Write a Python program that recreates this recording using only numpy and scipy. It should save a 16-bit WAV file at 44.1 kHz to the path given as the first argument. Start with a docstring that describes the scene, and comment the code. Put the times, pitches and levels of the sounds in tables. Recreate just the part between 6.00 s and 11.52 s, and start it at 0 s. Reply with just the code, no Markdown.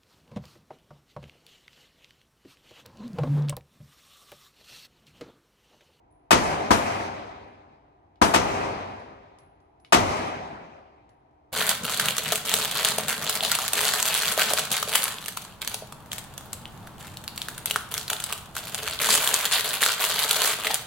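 """Ventilation hums and a spent case tinkles, then two pistols fire five shots in an indoor range.
One pistol is bright and just ahead, the other duller and in the next lane. Each blast is a pressure jump,
noise and ringing tones between booth walls; slower-dying noise and tones roll away down the concrete hall.
Cases and trigger are short noise ticks with a ring; the ventilation is steady noise with wavering tones.
A gain control ducks on loud sound and recovers as the hall dies away, so the echo seems to hang."""
import sys
import numpy as np
from scipy import signal
from scipy.io import wavfile
from scipy.ndimage import uniform_filter1d

SR = 44100
rng = np.random.default_rng(int(sys.argv[2]) if len(sys.argv) > 2 else 0)


def int16_out(signal):
    """Quantize to a 16-bit WAV file."""
    q = np.round(np.clip(np.atleast_2d(signal).T, -1, 1) * 32767)
    wavfile.write(sys.argv[1], SR, q.astype(np.int16))


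N = 243431
TIME = np.arange(N) / SR
ECHO = TIME[:3 * SR]   # time line of one long sound
PORT_LAG = 21   # samples by which the right microphone port hears later than the left

# Noise of the blast in each booth, by lane. Each row: pitch in Hz, relative level in dB per Hz.
BLAST = {"own": [(30, -40), (70, -37), (200, -36.5), (350, -33), (700, -36.5), (1150, -34.5), (2000, -40.5),
         (3000, -43), (4200, -49), (6300, -47), (10000, -55), (15000, -62)], "next": [(30, -38.5),
         (70, -35), (250, -37), (600, -38), (1100, -35.5), (2000, -43), (3000, -47), (4500, -50.5),
         (6300, -50), (10000, -58), (15000, -74)]}
# How alike the two ports hear the hall and the ventilation. Each row: pitch in Hz, likeness from 0 to 1.
HALL_LIKENESS = [(80, 0.97), (260, .93), (500, 0.18), (1200, .5), (2200, 0.23), (12000, 0.028)]


def from_db(db):
    """Turn decibels into a gain."""
    return 10 ** (np.asarray(db) / 20)


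def at_hz(points, hz):
    """Read a table at a pitch, with straight lines between its rows on a log-frequency axis."""
    table = np.array(points)
    return np.interp(np.log(hz), np.log(table[:, 0]), table[:, 1])


def dying(t, t60):
    """Gain that falls by 60 dB in t60 seconds."""
    return np.exp(-np.log(1000) * t / t60)


def wander(t, per_s):
    """Slow random drift around 0: random points with a spread of 1, joined by straight lines."""
    knots = rng.standard_normal(2000)
    return np.interp(t * per_s, np.arange(len(knots)), knots)


def mode(t, hz, t60):
    """One ringing tone: a dying sine that starts at a random phase."""
    return dying(t, t60) * np.sin(2 * np.pi * (hz * t + rng.random()))


def band_pass(low_hz, high_hz):
    """Filter that keeps the sound between two pitches."""
    return signal.butter(2, [low_hz, high_hz], "band", fs=SR, output="sos")


def panned(db):
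    """Left and right gains for a left-minus-right level difference in dB."""
    return from_db([[db / 2], [-db / 2]])


def at_ports(x, pan_db):
    """A sound as it reaches the left port and then, slightly later, the right."""
    later = np.pad(x, (PORT_LAG, 0))[:len(x)]
    return np.array([x, later]) * panned(pan_db)


def add(out, s, sound):
    """Mix a sound in from time s on, cut off at the end of the scene."""
    start = round(s * SR)
    out[:, start:start + sound.shape[-1]] += sound[..., :N - start]


def bands(size, likeness):
    """Third-octave bands of stereo noise at 0 dB per Hz, partly shared by the ports and later at the right."""
    edges = 20 * 2 ** (np.arange(30) / 3)
    run_in = SR // 4   # samples for the filters to settle, then thrown away
    white = rng.standard_normal((2, 2, size + run_in)) * np.sqrt(SR / 2)
    for k, (low, high) in enumerate(zip(edges, edges[1:])):
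        # neighbouring bands take turns with two separate noises
        mid, side = signal.sosfilt(band_pass(low, high), white[k % 2])
        hz = np.sqrt(low * high)
        alike = np.clip(at_hz(likeness, hz), 0, 1)
        mid = np.sqrt((1 + alike) / 2) * mid
        side = np.sqrt((1 - alike) / 2) * side
        left = mid + side
        right = np.roll(mid - side, PORT_LAG)
        yield hz, np.array([left, right])[:, run_in:]


def ventilation(waver_db=3.5):
    """Steady rush of air through the ducts, with fan tones whose level and phase waver."""
    # Rush of air. Each row: pitch in Hz, relative level in dB per Hz.
    rush_levels = [(20, -94), (55, -83.5), (110, -88), (210, -99), (300, -91), (430, -90.5), (550, -102.5),
                   (740, -86), (930, -92), (1350, -108), (2200, -111), (3000, -120), (7000, -133),
                   (15000, -143)]
    # Tones of the fan. Each row: pitch in Hz, middle level in dB.
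    fan_tones = [(143, -77.5), (297, -73)]
    rush = sum(noise * from_db(at_hz(rush_levels, hz)) for hz, noise in bands(N, HALL_LIKENESS))
    hum = 0
    for hz, db in fan_tones:
        level = from_db(db + waver_db * wander(TIME, per_s=0.7))
        hum = hum + level * np.sin(2 * np.pi * hz * TIME + wander(TIME, per_s=0.97))
    return (rush + hum) * panned(0.5)


def tick(low_hz, high_hz, t60, room_db, room_t60):
    """A small hard contact: a short burst of noise with a fainter, longer trace of booth echo."""
    noise = signal.sosfilt(band_pass(low_hz, high_hz), rng.standard_normal((2, len(ECHO))))
    fade = dying(ECHO, t60) + from_db(room_db) * dying(ECHO, room_t60)
    return noise / noise.std() * fade


def trigger(frame_db=-6.0):
    """The trigger is taken up: a dry click of noise with a brief ring of the pistol's frame."""
    # Trigger clicks. Each row: start in seconds, level in dB.
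    clicks = [(2.158, -63), (3.848, -46)]
    # Ring of the frame. Each row: pitch in Hz, relative level in dB, seconds to fall by 60 dB.
    frame_modes = [(1245, -7, 0.032), (2220, -7.5, 0.12), (2950, -4, 0.097), (3450, -14, 0.045),
                   (5179, -13.5, 0.11)]
    out = np.zeros((2, N))
    for s, db in clicks:
        click = tick(low_hz=1600, high_hz=4200, t60=0.0083, room_db=-13.5, room_t60=0.27)
        frame = sum(from_db(mode_db) * mode(ECHO, hz, t60) for hz, mode_db, t60 in frame_modes)
        add(out, s, from_db(db) * (click + from_db(frame_db) * frame))
    return out


def brass_ring(hz, t60=0.4, width_hz=170):
    """A case's one high tone: narrow noise, which warbles as if from tumbling and booth echoes."""
    shape = band_pass(hz - width_hz / 2, hz + width_hz / 2)
    ring = signal.sosfilt(shape, rng.standard_normal((2, len(ECHO))))
    return ring / ring.std() * dying(ECHO, t60)


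def spent_cases(hop_mean_s=0.24, rebound_loss_db=17.5):
    """A case ticks on the concrete and rings, hops once, and lands again more softly."""
    # First landings. Each row: start in seconds, tick level in dB, ring level in dB, ring pitch in Hz.
    landings = [(0.105, -84.5, -71.5, 9900), (1.478, -69, -86, 10200), (2.995, -65.5, -78, 10150),
                (3.386, -55, -66, 10170), (3.800, -67, -71, 10220), (3.849, -68.5, -71, 10770),
                (5.092, -62, -81, 10900)]
    out = np.zeros((2, N))
    for s, tick_db, ring_db, hz in landings:
        hop_s = hop_mean_s * rng.uniform(.9, 1.1)
        for delay_s, loss_db in ((0, 0), (hop_s, rebound_loss_db)):
            contact = tick(low_hz=2000, high_hz=7500, t60=0.013, room_db=-13.5, room_t60=0.2)
            ring = brass_ring(hz)
            landing = from_db(tick_db - loss_db) * contact + from_db(ring_db - loss_db) * ring
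            add(out, s + delay_s, landing)
    return out


def hall(build_s=0.0088, return_s=0.32, return_width_s=0.043, return_db=0.5, lumpy_db=0.5, patchy_db=2.0):
    """The long, lumpy echo: treble dies first, and the far end throws back a slight, broad swell."""
    # Noise of the hall. Each row: pitch in Hz, relative level in dB per Hz.
    noise_levels = [(25, -77.5), (45, -62), (90, -55.5), (250, -50), (450, -50.5), (700, -44.5),
                    (1030, -48), (1600, -57.5), (2200, -56), (3000, -65), (4500, -67.5), (6200, -65.5),
                    (10000, -71), (14500, -84)]
    # How the hall dies away. Each row: pitch in Hz, seconds to fall by 60 dB.
    fall_times = [(60, 2), (200, 1.57), (800, 1.536), (2000, 1.456), (4000, 1.376), (8000, 0.78),
                  (11000, 0.79), (14000, 0.17)]
    # Left minus right. Each row: pitch in Hz, level difference in dB.
    balance = [(90, 0), (350, -0.5), (700, 3), (1700, 0.1), (6000, 4), (9000, -2)]
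    # Low standing waves. Each row: pitch in Hz, relative level in dB, seconds to fall by 60 dB.
    standing_waves = [(96, -34.5, 1.7), (234, -41, 1.7), (400, -31.5, 1.7)]
    far_end_db = return_db * np.exp(-((ECHO - return_s) / return_width_s) ** 2)
    swell_db = far_end_db + lumpy_db * wander(ECHO, per_s=36)
    waves = sum(from_db(db) * mode(ECHO, hz, t60) for hz, db, t60 in standing_waves)
    tail = at_ports(waves, pan_db=-0.5)
    for hz, noise in bands(len(ECHO), HALL_LIKENESS):
        patches = from_db(patchy_db * wander(ECHO, per_s=22))   # each band swells on its own
        gains = from_db(at_hz(noise_levels, hz)) * panned(at_hz(balance, hz))
        tail = tail + noise * patches * dying(ECHO, at_hz(fall_times, hz)) * gains
    return tail * from_db(swell_db) * (1 - np.exp(-ECHO / build_s))


def shock(t, lane):
    """The muzzle's shock front: a jump in pressure that swings into a brief suction."""
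    # Strongest front by lane; the neighbour's comes round the partition.
    # Each row: delay in seconds, relative level in dB, length of the push in seconds.
    fronts = {"own": (0.00027, 0, 0.00009), "next": (0.0047, 8.3, .0006)}
    delay_s, db, push_s = fronts[lane]
    age = np.maximum(t - delay_s, 0) / push_s
    return from_db(db) * (t >= delay_s) * (1 - age) * np.exp(-age)


def slaps(t, lane, per_s=500, spread_db=0.12, width_s=0.0018):
    """Strength of the booth sound over time: a few big echoes and many tiny random wall slaps."""
    # Echoes off bench, partitions and ceiling, by lane. Each row: delay in seconds, change in level in dB.
    big_echoes = {"own": [(.0025, 1.5), (.0095, 5.5), (.016, -2.5), (.025, 4.5)], "next": [(.004, 3.5),
                  (.0105, 4.5), (.019, 0.5)]}
    knots = np.cumsum(rng.exponential(1 / per_s, len(t)))
    small = np.interp(t, knots, from_db(spread_db * rng.standard_normal(len(t))))
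    small = small / np.sqrt(np.mean(small ** 2))
    big_db = sum(db * np.exp(-((t - delay) / width_s) ** 2) for delay, db in big_echoes[lane])
    return from_db(big_db) * small


def booth(lane, ring_pan_db=10.5, shock_pan_db=8.5):
    """One muzzle blast in its booth: shock front, crowding reflections, and the partitions left ringing."""
    # Ring by lane. Each row: pitch in Hz, relative level in dB, seconds to fall by 60 dB.
    ring_modes = {"own": [(205.8, -9, 0.21), (269.8, -15, 0.33), (374, -16, 0.16), (513, -13, 0.085),
                  (650, -13.5, 0.26), (718, -12, 0.23), (895, -10.5, 0.3), (1222, -6.5, 0.088),
                  (1800, -14.5, 0.073), (1972, -18, 0.28), (2545, -11.5, 0.087)],
                  "next": [(223.4, -10, 0.1), (292.7, -11.5, .15), (500.5, -16.5, 0.093), (542, -10, 0.12),
                  (681, -13, 0.47), (863, -10.5, 0.18), (994, -2, 0.13), (1220, -14.5, 0.11),
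                  (1600, -21.5, .1)]}
    # Build-up by lane. Each row: pitch in Hz, build-up time constant in seconds.
    build_times = {"own": [(60, 0.02), (200, 0.019), (500, 0.0012), (1200, 0.0018), (5000, 0.0021)],
                   "next": [(60, 0.01), (200, 0.005), (500, .001), (1200, 0.0027), (5000, 0.0072)]}
    # Seconds that reflections keep crowding in before the noise starts to fall, one number by lane.
    hold_times = {"own": .018, "next": 0.012}
    # Fall by lane. Each row: pitch in Hz, seconds to fall by 60 dB.
    fall_times = {"own": [(60, 0.59), (250, 0.3), (700, 0.25), (2000, .21), (6000, 0.22), (14000, 0.068)],
                  "next": [(60, 0.25), (250, 0.42), (700, 0.27), (2000, 0.26), (6000, 0.17), (14000, 0.34)]}
    # Left minus right. Each row: pitch in Hz, level difference in dB.
    balance = [(60, 2.5), (200, 1), (380, -4), (700, 5.5), (2400, 3), (4400, 9), (8000, 2), (15000, -1)]
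    # How alike the two ports hear the blast. Each row: pitch in Hz, likeness from 0 to 1.
    blast_likeness = [(80, 0), (260, 1), (600, 0.4), (1200, 0), (2200, 0.1), (12000, 0.3)]
    t, echoes, ring = TIME[:SR], 0, 0
    for hz, noise in bands(len(t), blast_likeness):
        build = 1 - np.exp(-t / at_hz(build_times[lane], hz))
        fall = dying(np.maximum(t - hold_times[lane], 0), at_hz(fall_times[lane], hz))
        gains = from_db(at_hz(BLAST[lane], hz)) * panned(at_hz(balance, hz))
        echoes = echoes + noise * build * fall * gains
    for hz, db, t60 in ring_modes[lane]:
        build = 1 - np.exp(-t / at_hz(build_times[lane], hz))
        ring = ring + from_db(db) * build * mode(t, hz, t60)
    answer = (echoes + at_ports(ring, ring_pan_db)) * slaps(t, lane)
    return answer + at_ports(shock(t, lane), shock_pan_db)


def pistols():
    """Every shot sounds in its own booth, which answers alike each time, and in the whole hall."""
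    # Shots. Each row: start in seconds, change in blast level in dB, change in hall level in dB, lane.
    shots = [(0.307, -3.5, 0, "own"), (0.705, -2, -0.87, "next"), (2.2141, 2.5, 2.5, "next"),
             (2.3377, -4.5, -1.5, "own"), (3.9231, -3, 0, "own")]
    out = np.zeros((2, N))
    blasts = {lane: booth(lane) for lane in BLAST}
    for s, blast_db, hall_db, lane in shots:
        add(out, s, from_db(blast_db) * blasts[lane])
        add(out, s, from_db(hall_db) * hall())
    return out


def scene():
    """Everything heard from just behind the shooter."""
    return ventilation() + trigger() + spent_cases() + pistols()


def gain_control(x, threshold_db=-10.0, release_db_per_s=30.5, slope=1.0, window_s=.016, attack_s=.004):
    """The gain drops quickly on a loud sound and creeps back at a steady rate in dB."""
    power = uniform_filter1d(np.mean(x ** 2, axis=0), int(window_s * SR))
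    level_db = 10 * np.log10(np.maximum(power, 1e-12))
    over = slope * np.maximum(level_db - threshold_db, 0)
    # hold the strongest reduction so far, let go at the release rate
    release = release_db_per_s * TIME
    held = np.maximum.accumulate(over + release) - release
    return x * from_db(-uniform_filter1d(held, max(1, int(attack_s * SR))))


def record(dry, low_cut_hz=40, top_cut_hz=15500):
    """Bass roll-off, gain control, soft overload on the peaks, and a steep cut of the top."""
    low_cut = signal.butter(4, low_cut_hz, "high", fs=SR, output="sos")
    picked_up = signal.sosfilt(low_cut, dry)
    loud = np.tanh(gain_control(picked_up))   # bends peaks towards full scale
    top_cut = signal.ellip(10, .2, 80, top_cut_hz, fs=SR, output="sos")
    return signal.sosfilt(top_cut, loud)


dry = scene()
out = record(dry)
int16_out(out)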